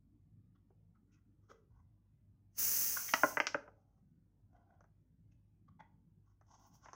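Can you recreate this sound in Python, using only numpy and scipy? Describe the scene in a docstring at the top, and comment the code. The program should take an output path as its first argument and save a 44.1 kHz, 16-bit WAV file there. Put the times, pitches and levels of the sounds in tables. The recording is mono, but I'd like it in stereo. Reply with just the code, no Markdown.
"""Over a low room hum, fingers slip, rub and knock on the cap of a large plastic bottle of fermenting drink.
The cap is eased close to a phone in a small room: gas hisses out as turbulent noise in two coloured bands.
As the pressure falls, the swollen wall snaps back panel by panel, each push ringing the wall's modes.
Creaks, rubs and knocks before and after are contacts that shake the same modes far more gently."""
import sys
import numpy as np
from scipy import signal
from scipy.fft import rfft, irfft, next_fast_len
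from scipy.io import wavfile
from scipy.ndimage import uniform_filter1d, map_coordinates

SR = 44100
rng = np.random.default_rng(int(sys.argv[2]) if len(sys.argv) > 2 else 0)


def wrap_up_sound(samples):
    """Save the sound to the file named by the first command line argument, as 16-bit audio."""
    columns = np.atleast_2d(samples).T
    # keep every value between -1 and 1, then stretch to whole-number steps
    tamed = np.clip(columns, -1, 1)
    steps = np.round(tamed * 32767).astype(np.int16)
    wavfile.write(sys.argv[1], SR, steps)


N = 306495

# Spectrum of dry friction, for creaks and rubs: frequency_hz, relative density_db (per Hz)
SCRATCH_SPECTRUM = [(2200, -24), (3200, -9), (4200, -18.5), (5500, 0), (6500, 1.5), (7300, -15),
                    (9000, -32.5), (16000, -36)]


def gas(puff_rise_s=0.051, puff_fall_s=.1, puff_jet_db=-5):
    """Turbulent jet noise: the level follows the flow, and the finest hiss, on the right, fades fastest."""
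    # Broad hiss of the jet under the cap: frequency_hz, relative density_db (per Hz)
    jet_spectrum = [(50, -17), (130, -12.5), (450, -19), (900, -20.5), (1600, -12), (2800, -10),
                    (3700, -24), (4400, -16), (5200, -7), (6300, 2.5), (7200, -10.5), (8700, -11.5),
                    (16000, -26.5)]
    # Finest hiss: frequency_hz, relative density_db (per Hz)
    spray_spectrum = [(3000, -38), (7000, -12.5), (8800, -18), (10000, -16.5), (12500, -14), (13700, -10.5),
                      (15000, -2), (16000, -13.5)]
    # Small leaks as the cap shifts: start_s, length_s, level_db
    puff_table = [(1.503, 0.022, -90), (6.597, 0.042, -86), (6.665, 0.017, -79.5), (6.742, 0.018, -76.5)]
    # The seal opens, the pressure holds and then sags, and the seal closes again
    open_s, open_for_s, open_rise_s, close_fall_s = 2.5903, .7, 0.069, 0.49
    hold_s, sag_s, sag_db = 0.18, 0.41, 9.5
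    jet_db, spray_db = -39, -33  # at full flow, before flutter and room
    spray_growth = 1.55  # dB of fine spray per dB of flow

    spent = np.clip((np.arange(N) / SR - open_s - hold_s) / sag_s, 0, 1)
    pressure_db = -sag_db * np.sin(np.pi / 2 * spent) ** 2
    flow_db = stroke_db(open_s, open_for_s, open_rise_s, close_fall_s) + pressure_db
    puffs = sum(amp(db + stroke_db(s, length_s, puff_rise_s, puff_fall_s)) for s, length_s, db in puff_table)
    flutter = amp(0.087 * wobble(45) + 0.92 * wobble(250))

    jet_level = amp(jet_db + flow_db) + amp(puff_jet_db) * puffs
    jet = jet_level * noise(shape(jet_spectrum), alike=.6) * pan(-.5)
    spray_level = amp(spray_db + spray_growth * flow_db) + puffs
    spray = spray_level * noise(shape(spray_spectrum), alike=.6) * pan(-8.5)
    return in_room(flutter * (jet + spray), wet_db=-8.5)


def snaps(crisp_hz=2690):
    """Snap-through buckling, panel by panel: a sharper flip ticks more, thuds less and lies further left."""
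    # Panel flips: start_s, relative level_db, sharpness_hz, panel_pitch_hz, relative ring_db
    flips = [(3.1376, -20, 2860, 1137, 1.5), (3.2340, -16.5, 1491, 795, 4.5), (3.3713, -23, 1876, 1520, 3),
             (3.4017, -22.5, 2460, 2110, 3), (3.4690, -30.5, 3546, 1520, -1), (3.5447, -23.5, 1670, 557, 6),
             (3.6779, -50, 1450, 1000, -5)]
    out = np.zeros((2, N))
    for s, db, sharp_hz, panel_hz, ring_db in flips:
        octaves = np.log2(sharp_hz / crisp_hz)  # sharpness against a typical crisp snap
        tick_db = 0.91 + 31 * octaves
        thud_db = -14.5 - 17.5 * octaves
        side_db = 5.8 + 3 * octaves
        add(out, s, snap(db, sharp_hz, panel_hz, ring_db, tick_db, thud_db, side_db))
    return out


def snap(db, sharp_hz, panel_hz, ring_db, tick_db, thud_db, side_db, panel_q=13, tick_hz=5850, tick_width=1250,
         landing_s=0.0063, landing_hz=850, bounce_db=-5, bounce_t60=0.064, bass_ratio=11):
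    """Impulse response of a flip: a sharp push rings panel and wall, the crease ticks, a duller push lands."""
    t = np.arange(SR * 2 // 3) / SR
    push = np.zeros((2, len(t)))
    push[:, 0] = 1
    # The push bounces about the bottle and off the near wall, dying within tens of milliseconds
    bounce_fade = amp(-60 * t / bounce_t60) * (1 - np.exp(-t / .0012))
    bounces = noise(np.ones_like, alike=0.6, size=len(t)) * bounce_fade
    bounces *= amp(bounce_db) / np.linalg.norm(bounces[0])

    def shell(f):
        """Transfer function from the push to the sound of wall, crack, landing and tick."""
        delay = np.exp(-2j * np.pi * f * landing_s)
        landing = amp(thud_db) * softened(f, landing_hz) * delay
        # The moving panel shoves the air directly, beside the modes
        crack = amp(-3) * resonance(f, 1600, 4300) * resonance(f, 1607, 5600)
        tick_band = resonance(f, tick_hz, tick_width) * resonance(f, 5500, 6900)
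        tick = amp(tick_db - 8.5) * tick_band * softened(f, 7000) ** 3
        # A quicker flip is a smaller panel, which moves less bass
        thin = (1j * f / (1j * f + sharp_hz / bass_ratio)) ** 2
        return softened(f, sharp_hz) * thin * (wall(f) + crack) + landing * wall(f) + tick

    def panel_mode(f):
        """The flipping panel's own resonance under the same push."""
        return softened(f, sharp_hz) * resonance(f, panel_hz, panel_hz / panel_q)

    panel = amp(ring_db - 0.5) * filtered(push, panel_mode)
    struck = filtered(push + bounces, shell) + panel
    return in_room(amp(db + 33.5) * struck, wet_db=-12.5) * pan(side_db)


def wall(f, vary_db=3.5, detune=0.014):
    """Modal superposition: the bottle wall's modes, excited a little differently by each contact."""
    # Modes of the bottle wall: mode_hz, width_hz, level_db (before random variation)
    modes = [(162, 69, -12.5), (315, 43, -7.5), (410, 43, -10.5), (573.4, 120, -3.5), (682.4, 40, -5),
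             (792.6, 70, -3.5), (938, 34, -7.5), (1109.5, 100, -0.5), (1320, 110, -5.5), (1455, 160, 2.5),
             (1619, 110, -11.5), (1979, 57, 3.5), (2580, 430, -12.5), (3230, 380, -4), (3400, 150, -7)]
    chance = rng.standard_normal((len(modes), 2))
    total = 0
    for k, ((hz, width, db), (louder, sharper)) in enumerate(zip(modes, chance)):
        mode = resonance(f, hz * (1 + detune * sharper), width)
        total = total + (-1) ** k * amp(db + vary_db * louder) * mode  # neighbours in opposite phase
    return total


def knocks(ring_db=7.5, thud_db=-6, side_db=5):
    """Impact excitation: a light knock on the cap rings the same wall as a snap, far more gently."""
    # Knocks of fingers and thread: start_s, relative level_db, sharpness_hz, pitch_hz, relative tick_db
    taps = [(0.703, -57, 780, 386, -28), (1.499, -63, 604, 282, -31.5), (4.807, -57, 1390, 1410, -3.5),
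            (4.8412, -58, 1405, 1530, -9.5), (6.412, -59, 1530, 806, -5.5), (6.858, -50, 2230, 886, -12),
            (6.8859, -49, 2160, 1030, -10), (6.932, -45, 1580, 1086, 5)]
    out = np.zeros((2, N))
    for s, db, sharp_hz, hz, tick_db in taps:
        knock = snap(db, sharp_hz, hz, ring_db, tick_db, thud_db, side_db, tick_hz=6200, tick_width=390)
        add(out, s, knock)
    return out


def rubs(rub_q=1.68, rise_s=0.13, fall_s=0.1, squeak_db=-3):
    """Sliding friction: uneven little catches shake the wall, squeak faintly and scratch."""
    # Rubs of fingers and thread: start_s, length_s, relative level_db, pitch_hz, scratch_db (over the wall)
    strokes = [(1.11, 0.081, -88, 1366, -18), (1.443, .05, -88.5, 1290, -7), (1.74, 0.063, -80.5, 920, -19),
               (3.769, 0.21, -86.5, 750, -14), (4.53, 0.26, -77, 700, -28.5), (6.279, .04, -84, 1100, -8.5),
               (6.499, .18, -72.5, 885, -2.5), (6.749, 0.017, -71, 894, 4), (6.839, .11, -69, 1090, -1.5)]
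    out = np.zeros((2, N))
    for s, length_s, db, hz, scratch_db in strokes:
        start = round((s - .2) * SR)  # early enough for the rise
        level = amp(db + stroke_db(s, length_s, rise_s, fall_s)[start:start + SR])
        size = len(level)
        body = noise(lambda f: wall(f) * resonance(f, hz, hz / rub_q) ** 2, alike=0.57, size=size)
        body = (body + amp(squeak_db) * squeak(hz, size=size)) * pan(6.3)
        scratch = noise(shape(SCRATCH_SPECTRUM), alike=0.11, size=size)
        add(out, start / SR, level * (body + amp(scratch_db) * scratch))
    catches = unit(amp(4.0 * wobble(60) + 1.7 * wobble(300)))
    return in_room(catches * out, wet_db=-8)


def creaks(slip_hz=330, slip_db=3, width_ratio=1.2, squeak_db=4):
    """Stick-slip friction: a brief run of uneven slips shakes the wall, squeaks at one pitch and scratches."""
    # Creaks of cap and wall: middle_s, relative level_db, half_length_s, pitch_hz, scratch_db (over the wall)
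    slips = [(0.559, -79, 0.0058, 1303, -24), (.961, -81.5, 0.0085, 1280, -26),
             (1.142, -80.5, 0.013, 2520, 2), (1.508, -61, .009, 1310, -10), (1.517, -62, .009, 433, -13),
             (2.973, -40, .005, 1430, -24.5), (3.09, -42.5, 0.0038, 2090, -23),
             (4.532, -79.5, 0.0023, 757, -11), (4.563, -74.5, .005, 723, -18),
             (4.708, -70.5, 0.0028, 708, -28), (5.324, -85, .006, 2570, -0.5),
             (5.688, -71, 0.0046, 1155, -20.5), (5.802, -57.5, 0.0047, 896, -24),
             (5.805, -69, 0.006, 1988, -21)]
    out, t = np.zeros((2, N)), np.arange(SR // 2) / SR
    middle, size = t[-1] / 2, len(t)
    for s, db, half_s, hz, scratch_db in slips:
        body = noise(lambda f: wall(f) * resonance(f, hz, hz * width_ratio), alike=.8, size=size)
        scratch = noise(shape(SCRATCH_SPECTRUM), alike=0.18, size=size)
        swell = amp(db) * np.exp(-((t - middle) / half_s) ** 2 / 2)
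        creak = body + amp(squeak_db) * squeak(hz, size=size) + amp(scratch_db) * scratch
        add(out, s - middle, swell * creak)
    unevenness = unit(amp(slip_db * wobble(slip_hz)))
    return in_room(out * unevenness * pan(2.1), wet_db=-8.0)


def squeak(hz, size=N, q=14):
    """Stick-slip near one rough pitch, as noise through a narrow and a broad resonance."""
    return noise(lambda f: resonance(f, hz, hz / q) * resonance(f, hz, hz / 3), alike=0.33, size=size)


def ambience():
    """Steady background: uneven low rumble of the building, wavering mains hum and faint microphone hiss."""
    # Rumble of the building: frequency_hz, relative density_db (per Hz)
    rumble_spectrum = [(30, -30), (42, -12.5), (60, -10.5), (75, -9.5), (100, 0), (125, -9.5), (155, -5.5),
                       (200, -10.5), (310, -16.5), (400, -30), (640, -37), (1300, -45.5), (4000, -57.5),
                       (16000, -60.5)]
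    # Mains hum: frequency_hz, peak_db (about which it wavers)
    hum_tones = [(51.5, -74), (101, -71)]
    t = np.arange(N) / SR
    hum = 0
    for hz, db in hum_tones:
        phase = 2 * np.pi * hz * t + 0.62 * wobble(1)
        hum = hum + amp(db + wobble(27)) * np.sin(phase)
    rumble = patchy(noise(shape(rumble_spectrum), alike=.92), depth_db=3.5, size=2048)
    hiss = noise(np.ones_like, alike=0)
    return hum + amp(-69.0) * rumble + amp(-102) * hiss


def in_room(x, wet_db, build_s=0.0064):
    """Reverberation: x plus a diffuse tail that builds up quickly and decays at its own rate in each band."""
    # Decay of the room: frequency_hz, t60_s
    decay_times = [(150, .5), (500, 0.5), (1500, 0.3), (6000, 0.26), (15000, 0.29)]
    hz, t, z = signal.stft(rng.standard_normal((2, SR * 3 // 4)), SR, nperseg=256)
    fade = amp(-60 * t / along(decay_times, hz)[:, None]) * (1 - np.exp(-t / build_s))
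    tail = signal.istft(z * fade, SR, nperseg=256)[1]
    tail = tail / np.linalg.norm(tail[0])
    return x + amp(wet_db) * signal.fftconvolve(x, tail, axes=1)[:, :x.shape[1]]


def left_late(x, lag_s):
    """Interaural-style delay: x reaches the left microphone lag_s after the right."""
    return filtered(x, lambda f: np.exp(np.array([[-1j], [1j]]) * np.pi * f * lag_s))


def pan(db):
    """Level-difference stereo: left and right gains, positive db to the left."""
    return amp(np.array([[db], [-db]]) / 2)


def resonance(f, hz, width):
    """Damped oscillator: one causal resonance with peak gain 1."""
    return 1j * f * width / (hz * hz - f * f + 1j * f * width)


def softened(f, hz):
    """Finite contact time: a push of limited sharpness rolls off steeply and causally above hz."""
    return signal.freqs(*signal.butter(4, 1, analog=True), f / hz)[1]


def noise(response, alike, size=N):
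    """Filtered noise in stereo, rms 1; alike is the correlation of the two sides."""
    a, b = rng.standard_normal((2, size))
    turn = np.arccos(np.clip(alike, -1, 1)) / 2
    sides = np.cos(turn) * a + np.sin(turn) * np.array([b, -b])
    return unit(filtered(sides, response))


def patchy(x, depth_db, size):
    """Random spectral modulation: the colour of x shifts from moment to moment; size is the frame in samples."""
    z = signal.stft(x, nperseg=size)[2]
    patches = uniform_filter1d(rng.standard_normal(z.shape[1:]), size=5, axis=0)
    patches = uniform_filter1d(patches, size=7, axis=1)
    return unit(signal.istft(z * amp(depth_db * unit(patches)), nperseg=size)[1][:, :N])


def stroke_db(s, length_s, rise_s, fall_s):
    """Exponential envelope in dB: attack, hold from s, release; rise and fall are times for 60 dB."""
    t = np.arange(N) / SR - s
    return -60 * (np.maximum(-t, 0) / rise_s + np.maximum(t - length_s, 0) / fall_s)


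def wobble(rate):
    """Slow random modulation: random knots, rate of them a second, joined by straight lines."""
    knots = rng.standard_normal(int(N * rate / SR) + 4)
    return map_coordinates(knots, [np.arange(N) * rate / SR], order=1)


def filtered(x, response):
    """Linear filtering: the spectrum of x times a complex response of frequency."""
    n = x.shape[-1]
    m = next_fast_len(n + SR // 10)
    return irfft(rfft(x, m) * response(np.fft.rfftfreq(m, 1 / SR)), m)[..., :n]


def shape(points):
    """Spectral envelope: the gain of a (Hz, dB) spectrum."""
    return lambda f: amp(along(points, f))


def along(points, hz):
    """Interpolation of (Hz, value) points on a logarithmic frequency axis."""
    f, v = np.transpose(points)
    return np.interp(np.log(hz + 1), np.log(f + 1), v)


def amp(db):
    """Decibel law: level to amplitude gain."""
    return 10 ** (np.asarray(db) / 20)


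def unit(x):
    """Power normalisation: x scaled to rms 1."""
    return x / np.sqrt(np.mean(x ** 2) + 1e-20)


def add(track, s, sound):
    """Superposition: mix a sound into the track from time s."""
    part = track[:, max(round(s * SR), 0):][:, :sound.shape[1]]
    part += sound[:, :part.shape[1]]


def scene():
    """Superposition: cap and wall sounds arrive with different delays between the sides, over the hum."""
    # The cap is nearer the right microphone, the snapping wall nearer the left
    cap_lag_s, wall_lead_s = .00019, .00008
    cap = gas() + knocks() + creaks() + rubs()
    return left_late(cap, cap_lag_s) + left_late(snaps(), -wall_lead_s) + ambience()


def record(dry, top_hz=15750):
    """Band limiting: the phone's response falls away steeply above top_hz."""
    return filtered(dry, lambda hz: amp(-np.clip((hz - top_hz) / 60, 0, 12) ** 2))


dry = scene()
out = record(dry)
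wrap_up_sound(out)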